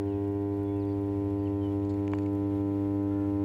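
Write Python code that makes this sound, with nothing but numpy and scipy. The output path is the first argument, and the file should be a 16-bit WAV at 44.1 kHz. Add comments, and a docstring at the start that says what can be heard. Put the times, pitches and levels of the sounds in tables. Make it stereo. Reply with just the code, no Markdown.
"""Outdoor substation in damp air: a hand-held stereo microphone turns slowly towards large humming transformers.
The tanks are sums of fluttering sine multiples of the hum; a cooling fan drones in narrow noise resonances,
its lowest tone just under the hum. Banded noise makes the open air and the buzzing hiss of live conductors,
and bright bursts make their ticks. Gliding sines make far chirps and one crow call. Close to the microphone
something small rattles and knocks: rough contacts ring the modes of one body."""
import sys
import numpy as np
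from scipy import signal
from scipy.io import wavfile

SR = 44100
rng = np.random.default_rng(int(sys.argv[2]) if len(sys.argv) > 2 else 0)


def store_wav(level_fs):
    """Save 16-bit WAV to argv[1]."""
    pcm = np.round(np.clip(np.atleast_2d(level_fs), -1, 1) * 32767)
    wavfile.write(sys.argv[1], SR, pcm.T.astype(np.int16))


N = 151704

# Distant plant, open air and hiss: (frequency [Hz], density [dB per Hz])
AIR_SPECTRUM = [(50, -69), (70, -75), (130, -75), (220, -95), (350, -81), (540, -86.5), (900, -84),
                (1500, -95), (2200, -99), (3000, -102), (4300, -109), (6000, -112), (16000, -113)]
# Likeness of the air at the two ports: (frequency [Hz], correlation [-1 to 1])
PORT_LIKENESS = [(50, 1), (190, .24), (380, .7), (540, -.21), (1300, -.9), (2150, .9), (4300, .6),
                 (9000, 0)]
PATCHY_DB = .8
BUZZ_DEPTH, BUZZ_FROM_HZ = .18, 3000  # the hiss above this pitch throbs with the hum
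TREBLE_RISE_DB = 2  # the same hiss grows by this much during the turn

# Bird notes: (time [s], length [s], first pitch [Hz], last pitch [Hz], level [dB], left minus right [dB])
CHIRPS = [(.062, .1, 3250, 2460, -69, -8), (.118, .045, 4000, 2900, -73, 1.5),
          (.585, .065, 1400, 1480, -69, 11.5), (.64, .13, 3420, 3420, -74, -8),
          (.68, .043, 2170, 2210, -69, 0), (.75, .08, 2800, 2440, -70, -6),
          (.793, .062, 5200, 3350, -71.5, 5.5), (.86, .058, 4680, 4650, -76, -1),
          (.914, .018, 4050, 4850, -68, 0), (.97, .06, 1250, 1310, -69, 9),
          (1.38, .068, 4660, 4600, -77, 2.5), (1.452, .02, 4450, 4200, -76, 2.5),
          (1.455, .013, 2950, 3160, -64, 7), (1.464, .018, 3200, 2600, -64, 7),
          (1.61, .078, 3170, 2960, -63, 3), (2.118, .052, 2960, 2860, -66, 3),
          (3.01, .07, 1480, 1570, -70, -8)]
WAVER = .004  # share of the pitch
CAW_S, CAW_LENGTH_S, CAW_PAN_DB = 3.09, .19, -8
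CAW_HZ, CAW_ARCH = 351, .06  # top of the pitch arch, share it drops at both ends
# Tones of the crow call: (multiple of the call pitch, level [dB])
CAW_TONES = [(4, -62), (5, -68), (6, -76)]
BREAKUP_DB = 1.5  # turbulence breaks far notes up
# Echoes off the tanks: (delay [s], level [dB])
TANK_ECHOES = [(.031, -11)]

# Blade tones: (frequency [Hz], width [Hz], level [dB])
FAN_TONES = [(86.46, 1.2, -48.5), (175, 19, -60)]

# Loud sparks, level of the burst envelope: (time [s], level [dB])
LOUD_TICKS = [(0.5696, -62.5), (0.632, -58), (0.8522, -59.5), (2.3321, -59), (2.3518, -57)]
TICK_LOW_HZ, TICK_DECAY_S = 5000, .002
SPARKS_PER_S, SPARKS_DB, SPARKS_SPREAD_DB = 40, -69, 1.6

# Close knocks: (time [s], level [dB], weight of the two top modes [dB], contact length [ms])
KNOCKS = [(1.847, -59.5, 4.5, 5), (1.891, -57, 7.5, 15), (1.938, -58, 5, 4.3), (1.994, -56, -6, 2.2),
          (2.078, -37, -7, 1.3), (2.117, -51, 0.5, 1.2), (2.1348, -31.5, -14.5, 1.2), (2.148, -58, 8, 3.6),
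          (2.185, -42, -4, 2.7), (2.221, -53.5, -2, 1.7), (2.232, -60, 6, 2), (2.26, -46, -8, 3)]
# Modes of the small body, lowest first: (frequency [Hz], level [dB], 60 dB decay time [s])
BODY_MODES = [(980, 6, .0055), (2300, 0, .0026), (4500, -4, .0015), (7000, -5, .0012)]
THUMP_GROWTH = 4  # extra dB the lowest mode loses per dB a knock is below the loudest
KNOCK_TOP_HZ, KNOCK_PAN_DB = 8500, -2

HUM_HZ = 100.06
# Tank vibration: (multiple of the hum, early left [dB], early right [dB], late left [dB], late right [dB])
TANK_ORDERS = [(1, -37.0, -36.0, -36.0, -35.0), (2, -44.0, -50.0, -41.0, -44.0),
               (3, -31.0, -33.0, -30.0, -29.0), (4, -34.0, -34.0, -40.0, -40.0),
               (5, -45.0, -51.0, -46.0, -47.0), (6, -50.0, -57.0, -46.0, -54.0),
               (7, -48.0, -53.0, -55.0, -58.0), (8, -51.0, -54.0, -54.0, -54.0),
               (9, -50.0, -52.0, -54.0, -57.0), (10, -49.0, -51.0, -54.0, -55.0),
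               (11, -65.0, -59.0, -67.0, -68.0), (12, -66.0, -64.0, -76.0, -70.0),
               (13, -64.0, -62.0, -61.0, -74.0), (14, -65.0, -59.0, -67.0, -65.0),
               (15, -75.0, -64.0, -72.0, -73.0), (16, -69.0, -63.0, -76.0, -73.0),
               (18, -75.0, -74.0, -72.0, -73.0), (19, -71.0, -69.0, -73.0, -82.0),
               (21, -83.0, -81.0, -74.0, -75.0), (23, -76.0, -76.0, -80.0, -82.0),
               (25, -83.0, -81.0, -76.0, -79.0)]
# Odd multiples of the mains: (multiple of the hum, level [dB])
HALF_ORDERS = [(1.5, -64), (2.5, -68), (3.5, -69), (4.5, -63), (6.5, -69), (17.5, -77)]
FINE_ORDERS, FINE_DB = (17, 20, 22, 24, 28), -81  # weak high multiples
# Ends of the turn: (early time [s], late time [s])
TURN_S = (.4, 3.0)
# How much sooner the left port hears the tanks: (time [s], lead [ms])
LEFT_LEAD = [(0, .38), (1.7, .27), (3.44, .13)]
START_S, SCATTER_PER_ORDER = .0005, .012  # common delay; phase spread in radians per multiple squared
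FLUTTER, FLUTTER_HZ = .044, 24.8  # air turbulence roughens each line: radians, and share of its level
SWAY_DB, SWAY_HZ = .39, .23
WHINE_ORDER, WHINE_LATE_S = 7, .0022  # from this multiple up the pulse comes later
FRONT_ORDER, FRONT_SHARE = 18, .22  # from here up sound comes from nearly ahead: share of the lead
BASS_SHARE = 1.3  # below the whine, waves bend round the housing: share of the lead


def amp(db):
    """Gain of a level in dB."""
    return 10 ** (np.asarray(db) / 20)


def unit(x):
    """Signal scaled to rms 1."""
    return x / np.sqrt(np.mean(x ** 2) + 1e-30)


def at_hz(points, hz):
    """Spectrum table read on a log frequency axis."""
    table = np.array(points)
    return np.interp(np.log(hz), np.log(table[:, 0]), table[:, 1])


def drift(rate_hz, count=1):
    """Slow random wander of rms 1: noise through two equal poles, computed every 40 samples."""
    pole = np.exp(-80 * np.pi * rate_hz / SR)
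    noise = rng.standard_normal((count, N // 40 + 2002))
    slow = signal.lfilter([1], [1, -2 * pole, pole * pole], noise)[:, 2000:]
    return np.array([np.interp(np.arange(N) / 40, np.arange(len(s)), unit(s)) for s in slow])


def ring(x, hz, t60):
    """Two-pole resonance: a click sets a decaying sine ringing."""
    radius, turn = 10 ** (-3 / (t60 * SR)), 2 * np.pi * hz / SR
    return signal.lfilter([0, np.sin(turn)], [1, -2 * radius * np.cos(turn), radius ** 2], x + 1e-18)


def pan(db):
    """Left and right gains; positive dB leans left."""
    return amp([[db / 2], [-db / 2]])


def air():
    """Open air and conductor hiss: third-octave bands of stereo noise, patchy, with buzzing treble."""
    out = 0
    edges = 22 * 2 ** np.arange(0, 9.7, 1 / 3)
    together = drift(8)[0]
    white = rng.standard_normal((2, 2, N))  # neighbouring bands use different noise
    buzz = 1 + BUZZ_DEPTH * np.sin(2 * np.pi * HUM_HZ * np.arange(N) / SR)
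    buzz = buzz * amp(TREBLE_RISE_DB * np.linspace(-.5, .5, N))
    for k, (low, high) in enumerate(zip(edges, edges[1:])):
        band = signal.butter(2, [low, high], "band", fs=SR, output="sos")
        mid, side = signal.sosfilt(band, white[k % 2])
        hz = np.sqrt(low * high)
        alike = np.clip(at_hz(PORT_LIKENESS, hz), -1, 1)
        gain = amp(at_hz(AIR_SPECTRUM, hz) + PATCHY_DB * (together + drift(43)[0]))
        if hz > BUZZ_FROM_HZ:
            gain = gain * buzz
        out = out + gain * (np.sqrt(1 + alike) * mid + np.sqrt(1 - alike) * side * [[1], [-1]])
    out = out * np.sqrt(SR / 4)  # density per Hz to sample level
    # the open air carries little below the rumble
    return signal.sosfilt(signal.butter(4, 47, "high", fs=SR, output="sos"), out)


def note(s, length, hz, db, pan_db):
    """One sine note on a pitch law hz(u), u from 0 to 1, wavering a little."""
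    out, u = np.zeros((2, N)), np.linspace(0, 1, int(length * SR))
    pitch = hz(u) * (1 + WAVER * drift(40)[0, :len(u)])
    swell = np.sqrt(2 * np.tanh(2 * np.sin(np.pi * u)))
    tone = swell * np.sin(2 * np.pi * np.cumsum(pitch) / SR)
    start = int(s * SR)
    out[:, start:start + len(u)] = pan(pan_db) * amp(db) * tone
    return out


def chirps():
    """Far birds: gliding notes whose pitch flattens out."""
    return sum(note(s, length, lambda u: last + (first - last) * (1 - u) ** 1.4, db, pan_db)
               for s, length, first, last, db, pan_db in CHIRPS)


def caw():
    """Crow call: a few upper multiples of one arched pitch, each wavering on its own."""
    return sum(note(CAW_S, CAW_LENGTH_S, lambda u: k * CAW_HZ * (1 - CAW_ARCH * (1 - 2 * u) ** 2),
                    db, CAW_PAN_DB) for k, db in CAW_TONES)


def birds():
    """Chirps and crow over distance: turbulence flickers their level and the tanks echo them."""
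    direct = (chirps() + caw()) * amp(BREAKUP_DB * drift(70))
    return direct + sum(amp(db) * np.roll(direct, int(s * SR), axis=1) for s, db in TANK_ECHOES)


def fan():
    """Blade tones: noise in narrow resonances, the same at both ports."""
    out = 0
    for hz, width_hz, db in FAN_TONES:
        t60 = np.log(1000) / np.pi / width_hz
        settled = ring(rng.standard_normal(N + SR), hz, t60)[SR:]
        out = out + amp(db) * unit(settled)
    return out


def sparks():
    """Tiny discharges: short bright noise bursts, a few loud ones and a random scatter."""
    levels = amp(SPARKS_DB + SPARKS_SPREAD_DB * rng.standard_normal(N))
    clicks = (rng.random(N) < SPARKS_PER_S / SR) * levels
    for s, db in LOUD_TICKS:
        clicks[int(s * SR)] = amp(db)
    envelope = signal.lfilter([1], [1, -np.exp(-1 / (TICK_DECAY_S * SR))], clicks + 1e-18)
    noise = rng.standard_normal(N) + .5 * rng.standard_normal((2, N))  # shared, plus some per port
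    return signal.sosfilt(signal.butter(2, TICK_LOW_HZ, "high", fs=SR, output="sos"), envelope * noise)


def knocks():
    """Close knocks: a click rings the low mode of a small body, short rough contacts its upper modes."""
    out, t = np.zeros(N), np.arange(2000) / SR
    loudest_db = max(row[1] for row in KNOCKS)
    (low_hz, low_db, low_t60), *upper = BODY_MODES
    thump = ring(ring(1. * (t == 0), low_hz, low_t60), low_hz, low_t60)
    for s, db, top_db, ms in KNOCKS:
        contact = rng.standard_normal(len(t)) * t * np.exp(-2000 * t / ms)
        rings = [(thump, low_db + THUMP_GROWTH * (db - loudest_db))]
        for k, (hz, mode_db, t60) in enumerate(upper):
            rings.append((ring(ring(contact, hz, t60), hz, t60), mode_db + top_db * (k > 0)))
        start = int(s * SR)
        out[start:start + len(t)] += sum(amp(db + mode_db) * x / abs(x).max() for x, mode_db in rings)
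    return signal.sosfilt(signal.butter(2, KNOCK_TOP_HZ, fs=SR, output="sos"), out) * pan(KNOCK_PAN_DB)


def lead_share(k):
    """Part of the left port's lead that a multiple of the hum takes."""
    if k >= FRONT_ORDER:
        return FRONT_SHARE
    return BASS_SHARE if k < WHINE_ORDER else 1


def transformers():
    """Tank hum: multiples in step but for a scatter growing with order, levelled and delayed per port."""
    t = np.arange(N) / SR
    lead = np.interp(t, *np.transpose(LEFT_LEAD)) / 1000
    rough, out = drift(FLUTTER_HZ, count=4), np.zeros((2, N))
    faint = HALF_ORDERS + [(k, FINE_DB) for k in FINE_ORDERS]
    orders = TANK_ORDERS + [(k, db, db, db, db) for k, db in faint]
    for n, (k, *db) in enumerate(orders):
        phase = rng.normal() * SCATTER_PER_ORDER * k * k + FLUTTER * rough[n % 2]
        gain = np.sqrt(2) * (1 + FLUTTER * rough[2 + n % 2]) * amp(SWAY_DB * drift(SWAY_HZ)[0])
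        late = START_S + WHINE_LATE_S * (k >= WHINE_ORDER)
        for side in (0, 1):
            level = amp(np.interp(t, TURN_S, db[side::2]))
            heard = t - late - side * lead * lead_share(k)  # the right port hears it after the left
            out[side] += gain * level * np.sin(2 * np.pi * k * HUM_HZ * heard + phase)
    return out


def scene():
    """All sources summed at the two microphone ports."""
    return air() + birds() + fan() + sparks() + knocks() + transformers()


def record(dry):
    """Steep low-pass: the top is 60 dB down from 16050 Hz."""
    return signal.sosfilt(signal.cheby2(20, 60, 16050, fs=SR, output="sos"), dry)


dry = scene()
out = record(dry)
store_wav(out)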